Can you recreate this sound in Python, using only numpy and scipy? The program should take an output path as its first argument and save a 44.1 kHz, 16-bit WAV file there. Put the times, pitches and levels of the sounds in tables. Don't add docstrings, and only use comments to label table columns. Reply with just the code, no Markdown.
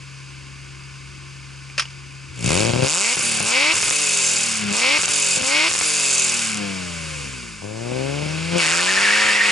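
import sys
import numpy as np
from scipy import signal
from scipy.fft import rfft, irfft, next_fast_len
from scipy.io import wavfile
from scipy.ndimage import uniform_filter1d

SR = 44100
rng = np.random.default_rng(int(sys.argv[2]) if len(sys.argv) > 2 else 0)


def to_wav(sig):
    pcm = np.clip(np.atleast_2d(sig), -1, 1) * 32767
    pcm = np.round(pcm).astype(np.int16)
    wavfile.write(sys.argv[1], SR, pcm.T)


def undo_db(level):
    steps = np.asarray(level, float) / 20
    return 10 ** steps


N = 419391
T = np.arange(N) / SR

# (frequency [Hz], level [dB])
RASP = [(2180, -40.5), (3700, -4), (4050, -13.5), (5010, 0), (5560, -2), (7190, 4), (8820, -3), (9600, 0),
        (11300, -14), (15000, -16), (22000, -120)]
# (frequency [Hz], level [dB])
TIP = [(3000, -58), (6000, -6), (7300, -3), (8500, -38), (9500, 15), (10500, 1), (11500, -14)]
# (time [s], peak level [dB])
POPS = [(3.169, -6), (3.804, -2), (3.829, 3), (3.909, 5), (5.034, 2), (5.073, -12), (5.0808, -1),
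        (5.0821, -2), (5.7137, 4), (5.738, -2), (5.752, 1), (5.761, -5), (5.779, -10), (5.812, 3.5)]
# (time [s], level [dB])
SPIN = [(8.58, -38), (8.63, -29.5), (8.75, -32), (8.83, -41.5), (8.93, -32.5), (9.02, -25), (9.51, -25)]


def read(points, hz):
    f, value = np.transpose(points)
    return np.interp(np.log(hz + 1), np.log(f + 1), value)


def curves(rows):
    s, *columns = np.transpose(rows)
    return [np.interp(T, s, c) for c in columns]


def steady(x, size=2048):
    power = uniform_filter1d(uniform_filter1d(x ** 2, size), size)
    return x / np.sqrt(abs(power) + 1e-20)


def colour(x, points, size=8192):
    db = np.maximum(read(points, abs(np.fft.fftfreq(size, 1 / SR))), -100)
    log_gain = np.log(undo_db(db))
    taps = np.fft.ifft(np.exp(np.conj(signal.hilbert(log_gain)))).real[:size // 2]
    return signal.oaconvolve(x, taps / np.linalg.norm(taps))[:len(x)]


def ring(x, hz, width):
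    return signal.lfilter(*signal.iirpeak(hz, hz / width, fs=SR), x)


def resonate(x, hz, width):
    turn = np.exp(2j * np.pi * np.cumsum(hz) / SR)
    r = np.exp(-np.pi * width / SR)
    return 2 * (turn * signal.lfilter([1 - r], [1, -r], x / turn)).real


def trail(shocks, fade_s):
    return signal.lfilter([1], [1, -np.exp(-1 / (fade_s * SR))], shocks)


def shocks_at(events, lift_db):
    shocks = np.zeros(N)
    s, peak_db = np.transpose(events)
    shocks[np.round(s * SR).astype(int)] = undo_db(peak_db + lift_db)
    return shocks


def lines(orders, hz, pipe, wobble_db):
    cycle = 2 * np.pi * np.cumsum(hz) / SR / 6
    t = T[:len(hz):64]
    out = np.zeros(len(hz))
    for k, db in orders:
        swell = np.interp(t, np.linspace(0, T[-1], 200), rng.standard_normal(200))
        gain = undo_db(db + read(pipe, round(k) * hz[::64] / 6) + wobble_db * swell)
        out += np.repeat(gain, 64)[:len(hz)] * np.sin(round(k) * cycle + 7 * rng.random())
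    return np.pad(steady(out), (0, N - len(hz)))


def engine():
    hz = revs()
    burn, (boom_db, bark_db, rasp_db, thrum_db) = pedal()
    shut, scatter, steep, bark_snap, rasp_snap = burn
    coasting = np.clip(3 * shut - 1.7, 0, 1)
    puffs, fronts, spits, cracks = firings(hz, shut, scatter, coasting, rasp_db)
    out = boom(puffs, hz, shut, steep, boom_db)
    out += undo_db(thrum_db) * np.sqrt(2) * np.sin(np.pi * np.cumsum(hz) / SR)
    out += colour(cracks, TIP)
    out += bark(fronts, bark_snap, bark_db, coasting)
    out += rasp(spits, rasp_snap, rasp_db, coasting, hz)
    return out + sinking_banks(hz)


def revs():
    # (time [s], firing rate [Hz])
    turns = [(2.326, 67.7), (2.442, 54.4), (2.618, 110.2), (2.868, 133.6), (3.137, 254.3), (3.443, 207.6),
             (3.742, 336.5), (4.721, 198.2), (4.977, 306.8), (5.434, 253.5), (5.681, 334.9), (6.6, 206.2),
             (7.2, 144.0), (7.615, 99.0), (8.58, 174.5), (8.64, 158.2), (9.189, 215.5), (9.51, 203.8)]
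    settle_s, flywheel_s = 3.5, .04
    s, hz = np.transpose(turns)
    eased = np.interp(-np.exp(-T / settle_s), -np.exp(-s / settle_s), hz)
    return uniform_filter1d(eased, round(flywheel_s * SR))


def pedal():
    burns = {"idle": (0, .12, .5, .06, .06), "catch": (.1, .28, .6, .6, .6),
             "feather": (.15, .45, .45, .6, .25), "pickup": (.25, .6, .5, .45, .6),
             "rising": (.12, .13, .8, .8, .92), "open": (.06, .09, .8, .93, .78),
             "swell": (.12, .08, .8, .9, .92), "hook": (.1, .06, 1, .68, .9),
             "chatter": (.88, .3, .65, .2, .25), "cut": (.2, 1.6, .7, .35, .3),
             "overrun": (.88, .3, .65, .25, .6), "dying": (.7, .12, .2, .18, .5),
             "grab": (.08, .15, .7, .3, .3), "sink": (.35, .06, .06, .1, .12),
             "coast": (.55, .06, .05, .06, .06), "pull": (.05, .06, .6, .15, .12),
             "slide": (.15, .12, .3, .4, .8), "take": (.05, .08, .5, .08, .08),
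             "wake": (.1, .12, .2, .2, .5), "strain": (.15, .06, .35, .15, .15),
             "launch": (.1, .06, 1, .68, .45)}
    loudness = {"idle": (-39.5, -44, -51.5, -70), "catch": (-20.5, -21.5, -22, -45),
                "feather": (-20, -27, -31.5, -44), "pickup": (-28, -23, -26.5, -81),
                "rising": (-32.5, -20.5, -17, -78), "open": (-31, -15.5, -23, -129),
                "swell": (-35, -19.5, -18.5, -68), "hook": (-34, -21.5, -24.5, -59),
                "chatter": (-34, -24, -23.5, -46), "cut": (-33.5, -20, -19.5, -73),
                "overrun": (-34, -21.5, -17.5, -45.5), "dying": (-33.5, -24, -22, -48),
                "grab": (-26, -31.5, -41, -59), "sink": (-29.5, -31, -37.5, -49),
                "coast": (-34.5, -32.5, -35.5, -39.5), "pull": (-25, -33, -39, -45),
                "slide": (-22, -22.5, -28.5, -64), "take": (-27, -35.5, -37.5, -56),
                "wake": (-14.5, -21.5, -19.5, -45), "strain": (-30.5, -32.5, -40, -47),
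                "launch": (-33, -19, -25, -62)}
    # (time reached [s], glide [s], state, effort [dB])
    moves = [(0, 0, "idle", 0.5), (2.418, 0.093, "wake", -14.5), (2.462, 0.047, "wake", -3.8),
             (2.51, 0.045, "catch", -0.5), (2.6, 0, "catch", -0.5), (2.74, 0.19, "feather", 0),
             (2.84, 0.027, "feather", 4.5), (2.89, 0.077, "rising", -3), (3.04, 0.044, "swell", -2.4),
             (3.165, 0.032, "cut", -4), (3.23, 0, "chatter", 1), (4.54, 0.13, "dying", -1.5),
             (4.64, 0.067, "sink", 4), (6.46, 0.23, "dying", -1.2), (6.61, 0.19, "sink", 1.8),
             (6.89, 0.3, "coast", -0.3), (7.6, 0.37, "coast", -8), (7.64, 0.084, "take", -5.5),
             (7.98, 0.25, "pull", -0.4), (8.48, 0.5, "strain", 3.5), (8.56, 0.058, "grab", 7.5),
             (8.61, 0.048, "launch", 2), (8.65, 0.04, "hook", 1.8), (9.06, 0.3, "launch", 0),
             (9.4, 0.085, "launch", -4.5), (9.46, 0.17, "launch", -0.5)]
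    # (pedal down [s], pedal up [s], misfiring lasts [s], how it picks up, effort [dB])
    stabs = [
        (3.429, 3.728, 0.22, "pickup", -2),
        (4.713, 4.978, 0.15, "slide", -2.05),
        (5.415, 5.683, .17, "pickup", -1.9),
    ]
    stumble_s, bite_s, open_s, lift_s, clear_s = 0.05, 0.053, 0.13, 0.0071, 0.043
    changes = list(moves)
    for down, up, misfire, pickup, db in stabs:
        changes += [(down, stumble_s, pickup, db),
                    (down + bite_s, bite_s, "rising", db),
                    (down + open_s, open_s - bite_s, "open", db),
                    (up + lift_s, lift_s, "cut", db),
                    (up + misfire, clear_s, "overrun", db)]
    rows = [(0, *burns["idle"], *loudness["idle"])]
    for s, glide, state, db in sorted(changes):
        rows.append((max(s - glide, rows[-1][0]), *rows[-1][1:]))
        rows.append((s, *burns[state], *np.add(loudness[state], db)))
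    return np.split(np.array(curves(rows)), [5])


def firings(hz, shut, scatter, coasting, rasp_db):
    shares = [0.091, -0.38, 0.32, -0.28, 1, 0.075]
    spit_db = [9, -4, 3, -3, 17, 9]
    # (time [s], delay [ms])
    bank_lag = [(0, .2), (2.85, .2), (3.0, .28), (3.15, .15), (3.42, .15), (3.5, .28), (3.58, .14),
                (4.6, .14), (4.72, .33), (4.8, .28), (4.86, .14), (7.5, .14), (7.7, .07), (8.45, .1),
                (8.7, .45), (9.51, .5)]
    start_turn, blur_s, crack_db, bank_db = .37, 7e-5, -13, -.6
    crackle_below_hz = 244
    turned = np.floor(np.cumsum(hz) / SR + start_turn)
    at = np.flatnonzero(np.diff(turned, prepend=0) > 0)
    luck = np.clip(rng.standard_normal((3, len(at))), -2.5, 1.8)
    cylinder = np.arange(len(at)) % 6

    late = .07 * scatter[at] ** 2 * luck[1] * SR / hz[at]
    at = np.clip(at + np.round(late).astype(int), 0, N - 1)
    lag = cylinder % 2 * curves(bank_lag)[0][at] * SR / 1000
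    at = np.minimum(at + np.round(lag).astype(int), N - 1)
    loose = np.clip(at + np.round(blur_s * luck[1] * SR).astype(int), 0, N - 1)

    puffs, fronts, spits, cracks = np.zeros((4, N))
    crack = undo_db(rasp_db[at] + crack_db + 2.5 * luck[0]) * np.sqrt(6 * SR / hz[at])
    cracks[at] = (cylinder == 4) * coasting[at] * crack
    banks = 1 + (.22 + .4 * shut[at]) * np.take(shares, cylinder)
    puffs[loose] = np.exp(-scatter[at] ** 2) * banks + scatter[at] * luck[0]
    front_spread_db = .9 + 3 * shut[at] + 3 * scatter[at]
    fronts[loose] = undo_db(bank_db * (-1.) ** cylinder + front_spread_db * luck[0])
    lead = np.clip(.35 + (crackle_below_hz - hz[at]) / 40, .35, 1)
    spit_spread_db = .8 + 2.5 * shut[at] + 2 * scatter[at]
    spits[at] = undo_db(shut[at] * lead * np.take(spit_db, cylinder) + spit_spread_db * luck[2])
    return puffs, fronts, spits, cracks


def boom(puffs, hz, shut, steep, boom_db):
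    # (frequency [Hz], level [dB])
    soft = [(18, -23), (30, -32), (77, 2.5), (151, 5.5), (290, -7.5), (460, -18), (693, -39), (1000, -85),
            (1300, -72), (2200, -120)]
    # (frequency [Hz], level [dB])
    sharp = [(18, -17), (30, -6.5), (122, -11.5), (156, 1), (183, -3.5), (395, -4.5), (461, -9.5),
             (521, -6), (779, -15), (1200, -23), (1560, -71), (2640, -120)]
    # (order [sixths of the firing rate], level [dB])
    overrun = [(3, -25), (4, -12), (5, -9.5), (6, 10), (9, 4), (10, -11.5), (11, -9), (12, -7), (13, -12.5),
               (14, -10), (15, -3), (17, -10), (19, -34), (20, -3.5), (21, -2.5), (22, -15), (23, -21),
               (24, -13), (26, -14), (27, -17), (29, -31), (30, -26), (33, -11), (36, -14), (39, -23)]
    # (order [sixths of the firing rate], level [dB])
    idle = [(4, -25), (6, -10), (8, -17), (10, -30), (12, 0), (16, -20.5), (18, -23), (24, -24),
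            (26, -23.5), (28, -23.5), (32, -22)]
    # (frequency [Hz], level [dB])
    shut_pipe = [(40, 3), (85, 10), (150, 9.5), (200, 7.5), (260, -15.5), (450, -1.5), (700, 1),
                 (1400, -13.5)]
    # (frequency [Hz], level [dB])
    rumble = [(12, -38), (20, -8), (48, -39), (86, -53), (134, -32), (225, -7.5), (308, -3.5), (602, -14.5),
              (1000, -22), (1300, -73), (2200, -120)]
    tone = (1 - steep) * steady(colour(puffs, soft)) + steep * steady(colour(puffs, sharp))
    tone = (1 - shut) * steady(tone) + shut * lines(overrun, hz, shut_pipe, wobble_db=2.0)
    idling = np.interp(T, [2.36, 2.41], [1, 0])
    tone = (1 - idling) * steady(tone) + idling * lines(idle, hz[:3 * SR], [(0, 0)], wobble_db=3.0)
    flow = undo_db(-15.9 - 3.7 * idling) * colour(rng.standard_normal(N), rumble)
    return undo_db(boom_db) * (tone + flow)


def blend(shocks, hiss, fade_s):
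    gust = steady(trail(shocks, fade_s))
    blurred = steady(shocks) + .25 * steady(trail(shocks, .0004) * hiss)
    return blurred, gust


def jet_of(blurred, gust, hiss, snap, depth):
    return snap * steady(blurred) + np.sqrt(1 - snap ** 2) * steady((1 + depth * snap * gust) * hiss)


def darken(sound, coasting):
    dark_db, dark_hz = -4.5, 1880
    low = signal.sosfiltfilt(signal.butter(2, dark_hz, fs=SR, output="sos"), sound)
    return sound - (1 - undo_db(dark_db * coasting)) * low


def bark(fronts, snap, bark_db, coasting):
    # (frequency [Hz], level [dB])
    comb = [(350, -29.5), (600, -11.5), (751, -10.5), (831, -7), (1030, -4), (1340, -3.5), (1550, -1),
            (1860, -10), (2110, 0), (2600, 3), (3370, -6.5), (3980, -9), (4400, -5.5), (5720, -8.5),
            (9680, -120)]
    # (frequency [Hz], level [dB])
    blare = [(800, -24.5), (1800, -16), (2150, 0.5), (2600, 0.5), (3200, -6), (3800, -7), (6000, -61)]
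    blare_db, notch_hz = 3, 1850
    hiss = rng.standard_normal(N)
    hiss = signal.sosfilt(signal.butter(3, 1100, "high", fs=SR, output="sos"), hiss)
    blurred, gust = blend(fronts, hiss, .003)
    below = signal.butter(4, notch_hz, fs=SR, output="sos")
    for _ in range(2):
        blurred = 2 * signal.sosfiltfilt(below, blurred) - blurred
    sound = steady(colour(jet_of(blurred, gust, hiss, snap, 1.5), comb))
    full = np.clip(8 * snap - 6.3, 0, 1)
    return undo_db(bark_db) * darken(sound, coasting) - undo_db(bark_db + blare_db) * full * steady(colour(fronts, blare))


def rasp(spits, snap, rasp_db, coasting, hz):
    # (frequency [Hz], width [Hz], share needing the howl, over rasp [dB])
    lip_rings = [
        (7180, 530, 1.0, -11),
        (6470, 890, 1.0, -10),
        (2575, 120, 0.34, -11),
        (4900, 500, 0.1, -17.5),
    ]
    howl_at_hz, howl_span_hz = 263, 20.7
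    snap_at_hz, snap_span_hz, snap_hz, snap_db = 229, 6.6, 7900, -7.5
    zing_hz, zing_width_hz, zing_db = 7400, 650, -10
    drift_db = 4
    hiss = rng.standard_normal(N)
    blurred, gust = blend(spits, hiss, .0025)
    jet = jet_of(blurred, gust, hiss, snap, 2.5)
    out = undo_db(rasp_db) * darken(steady(colour(jet, RASP)), coasting)

    snapping = coasting * np.exp(-((hz - snap_at_hz) / snap_span_hz) ** 2)
    out += undo_db(rasp_db + snap_db) * snapping * steady(ring(ring(spits, snap_hz, 1600), snap_hz, 3300))
    zinging = np.clip(10 * snap - 8.2, 0, 1)
    out += undo_db(rasp_db + zing_db) * zinging * steady(ring(spits, zing_hz, zing_width_hz))

    howl = np.exp(-((hz - howl_at_hz) / howl_span_hz) ** 2)
    for f, width, share, db in lip_rings:
        drift = np.interp(T, np.linspace(0, T[-1], 150), rng.standard_normal(150))
        gain = undo_db(rasp_db + db + drift_db * drift) * coasting * (1 - share + share * howl)
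        out += gain * steady(ring(ring(jet, f, width), f, 2 * width))
    return out


def sinking_banks(hz):
    # (order [sixths of the firing rate], level [dB])
    half_orders = [(9, 4), (15, 0.5), (21, -2), (27, -6)]
    # (time [s], level [dB])
    fall = [
        (6.5, -59),
        (6.6, -36.5),
        (6.95, -43),
        (7.25, -52),
        (7.5, -74),
    ]
    return undo_db(curves(fall)[0]) * lines(half_orders, hz, [(0, 0)], wobble_db=0.5)


def stalls():
    # (time [s], half length [s], level [dB])
    lulls = [(3.773, .004, 1), (3.901, 0.0042, -5), (5.063, 0.0054, 0), (5.715, 0.0032, -7),
             (5.733, 0.0036, -2), (5.77, 0.014, -1.5), (5.821, .004, 0.5)]
    gulp_db, gulp_s = -5, 0.011
    t = T[::16]
    gulps = sum(gulp_db * np.exp(-((t - s + 0.46 * gulp_s) / gulp_s) ** 2) for s, _ in POPS)
    gulps = np.maximum(gulps, gulp_db)
    pauses = sum(db * np.exp(-((t - s) / half) ** 4) for s, half, db in lulls)
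    return np.interp(T, t, undo_db(gulps + pauses))


def backfires():
    # (first [s], every [s], count, peak level [dB], change a spit [dB])
    lone_spits = [
        (4.5271, .0283, 6, -3, -1.8),
        (6.4351, .0275, 6, -5, -.3),
    ]
    # (time [s], peak level [dB])
    ticks = [(3.1562, -6), (3.1827, -8), (3.1914, -2), (3.1944, 0), (3.1994, -11), (3.2034, -14),
             (3.2246, -11), (3.2284, -9), (3.2334, -13), (3.2454, -18), (3.3114, -11), (3.3194, -15),
             (3.3458, -13), (3.3732, -17), (3.402, 0), (3.4276, -10), (4.708, -8), (4.7275, 0), (5.0, -13),
             (5.0174, 2), (5.0234, 1), (5.0304, -2), (5.0404, -2), (5.057, 5), (5.0884, -14), (5.1064, -2),
             (5.1104, 1), (5.1754, -6), (5.4226, 0)]
    # (time [s], peak level [dB])
    thumps = [(3.171, -14), (3.195, -16), (3.405, -9), (5.372, -13.5), (5.41, -23), (7.622, -20),
              (7.92, -14), (8.225, -16), (8.262, -15)]
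    # (frequency [Hz], level [dB])
    pop_shape = [(60, -14), (200, -6), (900, -1), (2500, 0), (7000, -3), (11000, -8)]
    # (frequency [Hz], level [dB])
    thump_shape = [(60, -14), (150, 8), (300, -3), (800, -5), (1200, -21), (3000, -42)]
    spits = []
    for s, every, count, db, step_db in lone_spits:
        spits += [(s + k * every, db + k * step_db) for k in range(count)]
    out = colour(shocks_at(POPS, 8), pop_shape)
    out += colour(shocks_at(spits, 6), RASP)
    out += colour(shocks_at(ticks, 4), RASP)
    return out + colour(shocks_at(thumps, 12), thump_shape)


def crackle():
    # (time [s], peak
    # level [dB])
    crackles = [(3.7424, -13), (3.756, -11), (3.7674, -10), (3.781, -10), (3.7864, -13), (3.7899, -18),
                (3.7964, -11), (3.8114, -11), (3.816, -10), (3.823, -8), (3.8279, -14), (3.8564, -10),
                (3.8624, -14), (3.881, -10), (3.8944, -7), (3.9024, -5), (5.1345, -12), (5.1382, -16),
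                (5.1474, -14), (5.1564, -10), (5.1804, -17), (5.185, -17), (5.695, -13), (5.7032, -12),
                (5.7093, -14), (5.7229, -11), (5.7318, -10), (5.7377, -9), (5.7431, -8), (5.753, -15),
                (5.76, -11), (5.7655, -13), (5.771, -14), (5.7797, -8), (5.7895, -5), (5.8018, -12),
                (5.8165, -12), (5.8338, -15), (5.8439, -13), (8.572, -20), (8.5824, -13)]
    # (time [s], peak level [dB])
    fizzes = [(3.8417, -9), (3.8684, -20), (3.8754, -21), (3.9235, -10), (3.9519, -17), (3.958, -17),
              (4.0066, -14), (4.0204, -15), (4.0277, -18), (5.0878, -13), (5.1214, -19), (5.1627, -15),
              (5.1774, -16), (5.1981, -13), (5.7882, -17), (5.8018, -15), (5.8516, -26), (5.852, -16),
              (5.8721, -14), (5.8788, -13), (5.8984, -16)]
    # (time [s], peak level [dB])
    chatter = [(2.5177, -13), (2.5314, -19), (2.5435, -14), (2.8374, -17), (3.1562, -10), (3.1684, -16),
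               (3.2034, -13), (3.2246, -12), (3.2284, -12), (3.2334, -13), (3.25, -11), (3.2544, -13),
               (3.2595, -13), (3.2755, -11), (3.2804, -13), (3.285, -14), (3.2934, -13), (3.3114, -13),
               (3.3195, -13), (3.3374, -15), (3.3463, -12), (3.3732, -16), (3.4012, -14), (3.4214, -25),
               (3.428, -13), (3.4334, -19), (3.4384, -21), (3.4506, -14)]
    # (frequency [Hz], level [dB])
    dry_shape = [(3500, -40), (5500, -11), (7300, -10), (8600, -5), (9500, 3), (10500, -11), (11500, -12)]
    fizz_s, fizz_db = 0.0018, -13.5
    out = np.zeros(N)
    for events, shape, lift_db in ((crackles, RASP, 9), (fizzes, TIP, 13), (chatter, dry_shape, 11)):
        shocks = shocks_at(events, lift_db)
        wisp = trail(shocks, fizz_s) * rng.standard_normal(N)
        out += colour(shocks + undo_db(fizz_db) * wisp, shape)
    return out


def tyres():
    level, singing, hz = chirping()
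    noise = rng.standard_normal((3, N))
    waver = 1 + 0.021 * steady(uniform_filter1d(noise[0], 300), size=8192)
    whistle = np.sqrt(2) * np.sin(2 * np.pi * np.cumsum(hz * waver) / SR)
    flutter = undo_db(4.4 * steady(uniform_filter1d(noise[1], 200)))
    other = steady(resonate(resonate(noise[1], hz * 1.4, 160), hz * 1.35, 160))
    scrub = steady(resonate(resonate(noise[2], hz * 1.12, 1000), hz * 1.1, 1160))
    start = np.clip((T - SPIN[0][0]) / 0.02, 0, 1)
    squeal = undo_db(-0.3) * level * singing * whistle * flutter
    return start * (squeal + undo_db(curves(SPIN)[0]) * (undo_db(-8) * other + undo_db(6.0) * scrub))


def chirping():
    # (time [s], peak level [dB], squeal pitch [Hz], length [s])
    chirps = [(8.602, -25, 2300, .012), (8.735, -27, 1650, .012), (8.8, -22, 1800, .008),
              (8.894, -20, 1860, .016), (8.978, -20, 1855, .013), (9.047, -21, 1880, .02),
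              (9.094, -26, 1750, .015), (9.128, -22, 1940, .022), (9.206, -23, 1890, .02),
              (9.3, -19, 1790, .012), (9.357, -23, 1965, .025), (9.412, -21, 1850, .026),
              (9.478, -24, 1950, .028)]
    spin_hz, arch = 1645, 0.082
    s, db, hz, length = np.transpose(chirps)[:, :, None]
    away = ((T - s) / length) ** 2
    spin = undo_db(curves(SPIN)[0]) ** 2
    slips = undo_db(db) ** 2 * np.exp(-away)
    power = spin + slips.sum(axis=0)
    arched_hz = hz * (1 - arch * np.minimum(away, 2) * (s < 9.25))
    pitch = (spin * spin_hz / 20 + (slips * arched_hz).sum(axis=0)) / (power - spin + spin / 20)
    return np.sqrt(power), np.sqrt(1 - spin / power), pitch


def door():
    # (time [s], peak level [dB], 60 dB decay [s])
    slams = [
        (1.779, -7, 0.096),
        (1.795, -6, 0.068),
        (1.82, -20, 0.082),
        (1.855, -34, 0.09),
        (1.904, -33, 0.12),
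    ]
    # (time [s], pitch [Hz], level [dB], 60 dB decay [s])
    knocks = [
        (2.3, 80, -29, .12),
        (1.782, 590, -25, 0.027),
        (1.8545, 2900, -22, 0.016),
        (1.7, 2300, -27, .014),
        (1.9, 2350, -40, 0.019),
    ]
    # (frequency [Hz], level [dB])
    panel = [(35, -49), (60, -22), (151, -8), (278, -30), (339, -33), (1260, -1.5), (2040, -5.5), (2550, 2),
             (3860, -9), (5250, -2), (8690, -21), (9480, -13), (11300, -35), (14700, -65), (22000, -120)]

    def dying(s, db, t60):
        return undo_db(db - 60 * np.maximum(T - s, 0) / t60) * (T >= s)

    force = sum(dying(s, db, t60) for s, db, t60 in slams)
    rings = sum(dying(s, db, t60) * np.sin(2 * np.pi * hz * (T - s)) for s, hz, db, t60 in knocks)
    return undo_db(-7.5) * colour(force * rng.standard_normal(N), panel) + rings


def valves():
    # (frequency [Hz], width [Hz], level [dB])
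    covers = [(1062, 18, -58.5), (1175, 65, -57.5), (1485, 95, -55.5), (1732, 23, -59.5), (2200, 210, -56),
              (4870, 240, -53), (6140, 130, -56)]
    beat, rise_db = 0.08, 5
    hz = revs()
    throb = 1 + beat * np.sin(2 * np.pi * np.cumsum(hz) / SR / 6)
    rustle = throb * rng.standard_normal(N)
    out = sum(undo_db(db) * steady(ring(rustle, f, w), size=8192) for f, w, db in covers)
    return undo_db(rise_db * np.log2(hz / hz[0])) * out


def scene():
    near = engine() * stalls() + backfires() + crackle() + tyres() + door() + valves()
    scatter = rng.standard_normal(3000) * undo_db(-60 * np.arange(3000) / SR / 0.05)
    scatter = signal.sosfilt(signal.butter(1, 300, "high", fs=SR, output="sos"), scatter)
    apart = undo_db(-11.0) * signal.oaconvolve(near, scatter / np.linalg.norm(scatter))[:N]
    return np.array([near + apart, near - apart])


def low_pass(x):
    return signal.sosfilt(signal.butter(12, 12310, fs=SR, output="sos"), x)


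def record(dry):
    # (frequency [Hz], level [dB])
    left_db = [(60, 1.0), (97, 2.0), (160, 4.5), (250, 8.0), (410, 14.0), (660, 3.5), (1070, -3.0),
               (1720, -1.0), (2780, 0.5), (4490, 0.0), (7250, -2.0), (11700, -1.5)]
    # (frequency [Hz], phase [radians])
    lead = [(0, .5), (125, .8), (340, 1.3), (600, 4.8), (950, 6.9), (1640, 6.5), (1890, 7.1), (4050, 6.6),
            (7000, 6.2), (11000, 6.3)]
    # (frequency [Hz], level [dB])
    cavity = [(8300, 0), (8850, -3), (9400, -0.5), (10200, -2), (10650, -5.5), (10980, 6.5), (11100, -1.5)]
    edge_hz, capsule_hz, splatter_db = 11070, 90, -11
    size = next_fast_len(N + 8192)
    hz = np.fft.rfftfreq(size, 1 / SR)
    right = undo_db(-read(left_db, hz)) * np.exp(-1j * read(lead, hz))
    ports = np.array([np.ones_like(right), right]) * 2 / (1 + right)
    dry = 0.73 * np.tanh(dry / 0.9)
    edge = 1 / (1 + (hz / edge_hz) ** 240) + undo_db(-30) / (1 + (hz / edge_hz) ** 70)
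    edge = edge * undo_db(read(cavity, hz))
    edge = edge / np.sqrt(1 + (42 / (hz + 1)) ** 4)
    edge = edge * (1j * hz - capsule_hz) / (1j * hz + capsule_hz)
    heard = irfft(rfft(dry, size) * ports * edge, size)[:, :N]
    heard = heard - undo_db(splatter_db) * np.gradient(heard, axis=1) ** 3
    return low_pass(heard)


dry = scene()
out = record(dry)
to_wav(out)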